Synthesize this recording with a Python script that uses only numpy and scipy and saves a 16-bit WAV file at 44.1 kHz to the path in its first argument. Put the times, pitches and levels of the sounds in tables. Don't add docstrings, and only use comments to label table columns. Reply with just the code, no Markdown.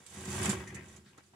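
import sys
import numpy as np
from scipy import signal
from scipy.fft import rfft, irfft, next_fast_len
from scipy.io import wavfile
from scipy.ndimage import uniform_filter1d, map_coordinates

SR = 44100
rng = np.random.default_rng(int(sys.argv[2]) if len(sys.argv) > 2 else 0)


def generate_wav(sig):
    pcm = np.round(np.clip(np.atleast_2d(sig).T, -1, 1) * 32767).astype(np.int16)
    wavfile.write(sys.argv[1], SR, pcm)


N = 59535

# (frequency [Hz], level [dB])
AIR_COLOUR = [(18, -50), (30, -7), (173, -14), (277, -9.5), (369, -14), (518, -14), (921, -16.5),
              (2760, -18.5), (8950, -22), (15500, -37)]
# (frequency [Hz], t60 [s])
ROOM_DECAY = [(100, 0.38), (1000, 0.12), (5000, 0.067), (14000, 0.04)]
# (frequency [Hz], gain [dB])
REVERB_SEND = [(80, -29.5), (300, -25), (700, -11.5), (2000, -4), (8000, 1.5)]
# (frequency [Hz], left minus right [dB])
STEREO_TILT = [(60, -0.5), (400, -0.5), (750, 2.5), (1200, 1.5), (2000, 6), (3300, 1), (5500, -2),
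               (9000, -13), (15000, -9)]
# (time [s], level [dB], length [s])
GRIP_RUBS = [(1.05, -64, .09), (1.235, -78, 0.043)]
# (frequency [Hz], level [dB])
GRIP_COLOUR = [(500, -15), (1600, 8), (2800, -1.5), (4200, 1.5), (5500, -8), (9000, -23), (14000, -28)]
# (time [s], level [dB])
RUMBLE_FADER = [(0, -53.5), (.02, -58.5), (.06, -67.5), (.11, -54.5), (.18, -45.5), (.245, -42),
                (.285, -37.5), (.34, -35), (.43, -28), (.5, -32.5), (.56, -36), (.63, -37.5), (.66, -44),
                (.685, -42.5), (.76, -40.5), (.88, -48), (.97, -51), (1.12, -59), (1.22, -63.5),
                (1.35, -64)]
# (frequency [Hz], width [Hz], level [dB])
FRAME_MODES = [(85.2, 14, -1), (109, 19, -7.5), (137.5, 15.8, -4), (201, 18.5, -2), (270, 46, -13.5),
               (338, 16, -10), (363.35, 7.8, -7), (382.7, 11.4, -6.5)]
# (time [s], peak [dB], most excited frequency [Hz])
SHOVES = [(0.166, -42, 187), (.272, -33.5, 182), (.478, -26.5, 212), (.488, -24.5, 205), (0.527, -32, 350),
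          (.745, -44, 141), (0.984, -50, 142), (1.058, -54.5, 135)]
# (time [s], level [dB])
RASP_FADER = [(0, -63), (.1, -65), (.14, -53.5), (.27, -49), (.36, -41.5), (.42, -39.5), (.46, -37),
              (.53, -40), (.56, -46), (.62, -47), (.66, -56), (.76, -53), (.88, -60), (.97, -60),
              (1.01, -71.5), (1.045, -75), (1.1, -75), (1.16, -66), (1.21, -65), (1.28, -91)]
# (frequency [Hz], level [dB])
GRIT_COLOUR = [(120, -44.5), (300, -9), (480, -3), (780, 0), (1100, -1.5), (1450, -6), (2200, -4.5),
               (3200, -16), (4500, -18), (6500, -19.5), (15000, -75)]
# (frequency [Hz], width [Hz], level [dB])
RAIL_MODES = [(485.3, 36, 2), (684, 14, -1.5), (960, 55, -1), (1054, 29, 3), (1124, 34, 1.5),
              (1373, 51, -9), (1519, 210, -4), (1896, 71, -1.5), (1957, 20, -0.5), (2260, 67, -0.5),
              (2653, 230, -6), (3410, 53, -5)]
# (time [s], level [dB], t60 [s], ring pitch [Hz])
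WOOD_TAPS = [(.005, -65, 0.12, 305), (0.4569, -32.5, 0.054, 2040), (0.529, -38.5, 0.054, 1130),
             (0.961, -65, 0.025, 1400), (1.1323, -53, 0.013, 2640), (1.181, -49.5, 0.052, 890),
             (1.335, -58, 0.085, 840)]
# (frequency [Hz], level [dB])
WOOD_COLOUR = [(50, -57), (130, 9), (330, 11), (550, -7.5), (950, 10.5), (1600, -17), (2500, -13),
               (6000, -17.5), (12000, -57)]
# (time [s], level [dB], length [s])
CHATTER_SWELLS = [(0.669, -52.5, .075), (.75, -48.5, 0.091)]
# (frequency [Hz], width [Hz], level [dB])
MESH_MODES = [(1858, 47, 2.5), (1993, 100, -1), (1980, 88, 3), (2510, 270, -10.5)]
# (time [s], level [dB])
SIZZLE_FADER = [(0, -64.5), (.055, -62.5), (.11, -54), (.26, -49), (.31, -43), (.41, -43), (.44, -37),
                (.48, -42.5), (.51, -37), (.56, -52.5), (.65, -61), (.73, -67), (.83, -66), (.94, -60.5),
                (1.03, -74.5), (1.09, -68.5), (1.15, -77.5), (1.27, -70), (1.32, -80)]
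# (frequency [Hz], level [dB])
HISS_COLOUR = [(1500, -6), (3500, -0.5), (5100, -5), (6300, -4.5), (7800, -1), (9700, -15), (11500, -12.5),
               (13500, -22), (15700, -44)]
# (frequency [Hz], width [Hz], level [dB])
STEEL_MODES = [(5900, 235, -2.5), (6410, 120, 3), (6760, 79, 2), (7420, 80, -0.5), (7910, 18, 3),
               (8450, 520, -5.5), (9367, 91, 0.5), (9880, 115, -1), (11000, 54, -4)]
# (time [s], level [dB], ping pitch [Hz], t60 [s])
WIRE_SNAGS = [(0.0633, -42, 8180, 0.031), (0.136, -46, 7800, 0.02), (0.254, -36, 7300, 0.017),
              (0.4284, -32, 9100, 0.037), (0.4554, -27, 7300, 0.039), (0.4928, -31.5, 7530, .1),
              (0.528, -37, 9200, 0.025), (0.585, -45.5, 9000, 0.013), (0.673, -48.5, 6200, 0.1),
              (0.7438, -44.5, 6660, 0.093), (0.8825, -54.5, 6700, .07), (0.9624, -49, 6670, 0.053),
              (1.1762, -54, 6440, .04), (1.2376, -55.5, 4680, 0.014)]

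SLIPS_PER_S = 1500
MESH_WIDTH, RASP_WIDTH = .7, .35


def amp(db):
    return 10 ** (np.asarray(db) / 20)


def unit(x):
    return x / np.sqrt(np.mean(x ** 2) + 1e-20)


def along(points, hz):
    freqs, values = np.transpose(points)
    return np.interp(np.log(hz + 1), np.log(freqs + 1), values)


def fader(rows):
    return amp(np.interp(np.arange(N) / SR, *np.transpose(rows)))


def wobble(per_s):
    return map_coordinates(rng.standard_normal(2048), [np.arange(N) * per_s / SR], mode="wrap")


def filtered(x, response):
    size = 2 * next_fast_len(N)
    return irfft(rfft(x, size) * response(np.fft.rfftfreq(size, 1 / SR)), size)[..., :N]


def coloured(x, points):
    def response(hz):
        cepstrum = irfft(np.log(amp(along(points, hz))))
        half = len(cepstrum) // 2
        return np.exp(rfft(np.r_[cepstrum[0], 2 * cepstrum[1:half], np.zeros(half)]))
    return filtered(x, response)


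def ring(x, modes):
    return filtered(x, lambda f: sum(
        (-1) ** k * amp(db) * 1j * f * width / (hz * hz - f * f + 1j * f * width)
        for k, (hz, width, db) in enumerate(modes)))


def steady(x, samples):
    return x / np.sqrt(np.abs(uniform_filter1d(x ** 2, samples)) + 1e-20)


def burst(start, t60, attack_s):
    t = np.maximum(np.arange(N) / SR - start, 0)
    return (1 - np.exp(-t / attack_s)) * amp(-60 * t / t60)


def swells(rows):
    t = np.arange(N) / SR
    return sum(amp(db) * np.sin(np.pi * np.clip((t - start) / length, 0, 1) ** 0.46)
               for start, db, length in rows)


def slips(per_s, spread_db):
    clicks = (rng.random(N) < per_s / SR) * rng.choice([-1, 1], N)
    return clicks * amp(spread_db * rng.standard_normal(N).clip(-2, 2))


def scattered(per_s, spread_db, width):
    centre = slips(per_s * (1 - width), spread_db)
    return centre + np.array([slips(per_s * width, spread_db) for ear in "LR"])


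def room_air(level_db=-68):
    noise = rng.standard_normal((2, N)) + 0.13 * rng.standard_normal(N)
    return amp(level_db) * unit(coloured(noise, AIR_COLOUR))


def workshop(x):
    hz, t, spectrum = signal.stft(rng.standard_normal((2, SR // 3)), SR, nperseg=256)
    decay = amp(-60 * t / along(ROOM_DECAY, hz)[:, None])
    tail = signal.istft(spectrum * decay, SR, nperseg=256)[1]
    wet = signal.fftconvolve(x, tail / np.linalg.norm(tail[0]), axes=1)[:, :N]
    return filtered(wet, lambda f: amp(along(REVERB_SEND, f)))


def grip():
    friction = scattered(SLIPS_PER_S, spread_db=1.5, width=RASP_WIDTH)
    return swells(GRIP_RUBS) * unit(coloured(friction, GRIP_COLOUR))


def frame(rumble_db=-8.5, judder_db=0.77):
    force = fader(RUMBLE_FADER) * amp(judder_db * wobble(per_s=31))
    out = 0
    for hz, width, db in FRAME_MODES:
        mode = ring(slips(per_s=500, spread_db=2.5), [(hz, width, 0)])
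        mode = ring(mode, [(hz, 4 * width, 0)])
        out = out + amp(rumble_db + db) * force * steady(mode, samples=1500)
    for start, db, hz in SHOVES:
        shove = signal.unit_impulse(N, int(start * SR))
        thud = ring(ring(shove, FRAME_MODES), [(hz, 120, 0)])
        out = out + amp(db) * thud / np.abs(thud).max()
    return out


def rasp(trim_db=-0.5, body_db=2, flutter_db=2.6):
    grit = unit(coloured(scattered(SLIPS_PER_S, spread_db=5.5, width=RASP_WIDTH), GRIT_COLOUR))
    body = unit(ring(scattered(SLIPS_PER_S, spread_db=8, width=RASP_WIDTH), RAIL_MODES))
    scrape = amp(flutter_db * wobble(per_s=160)) * (grit + amp(body_db) * body)
    return fader(RASP_FADER) * amp(trim_db) * steady(scrape, samples=1000)


def taps(clack_db=0.5, clack_width_hz=1020):
    wood = 1.08 * steady(coloured(rng.standard_normal(N), WOOD_COLOUR), samples=400)
    out = 0
    for start, db, t60, hz in WOOD_TAPS:
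        band = [(hz, clack_width_hz, 0)]
        clack = steady(ring(ring(rng.standard_normal((2, N)), band), band), samples=300)
        out = out + amp(db) * burst(start, t60, attack_s=0.00065) * (wood + amp(clack_db) * clack)
    return out


def chatter(flutter_db=3.0):
    contacts = scattered(per_s=600, spread_db=2.5, width=RASP_WIDTH)
    buzz = steady(ring(contacts, MESH_MODES), samples=900)
    return swells(CHATTER_SWELLS) * amp(flutter_db * wobble(per_s=200)) * buzz


def steel_friction(shimmer_db=-2.5):
    hiss = unit(coloured(scattered(2 * SLIPS_PER_S, spread_db=0, width=MESH_WIDTH), HISS_COLOUR))
    shimmer = unit(ring(scattered(SLIPS_PER_S, spread_db=7, width=MESH_WIDTH), STEEL_MODES))
    return steady(hiss + amp(shimmer_db) * shimmer, samples=900)


def wire(sizzle_db=-2.5, tick_db=-2.5, ping_db=-4.5, ping_width_hz=700):
    out = fader(SIZZLE_FADER) * amp(sizzle_db + wobble(per_s=133.3)) * steel_friction()
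    tick = amp(tick_db) * steady(steel_friction(), samples=130)
    for start, db, hz, t60 in WIRE_SNAGS:
        band = [(hz, ping_width_hz, 0)]
        ping = amp(ping_db) * steady(ring(ring(rng.standard_normal(N), band), band), samples=200)
        out = out + amp(db) * burst(start, t60, attack_s=0.0014) * (tick + ping)
    return out


def scene():
    dry = frame() + rasp() + wire() + chatter() + taps() + grip()
    panned = filtered(dry + workshop(dry), lambda f: amp(np.outer([.5, -.5], along(STEREO_TILT, f))))
    return panned + room_air()


def record(dry):
    mic_eq = [(38, -5), (52, -13), (76, -1.5), (13000, -2), (15700, -2.5)]  # (frequency [Hz], gain [dB])
    return filtered(coloured(dry, mic_eq), lambda hz: hz < 15740)


dry = scene()
out = record(dry)
generate_wav(out)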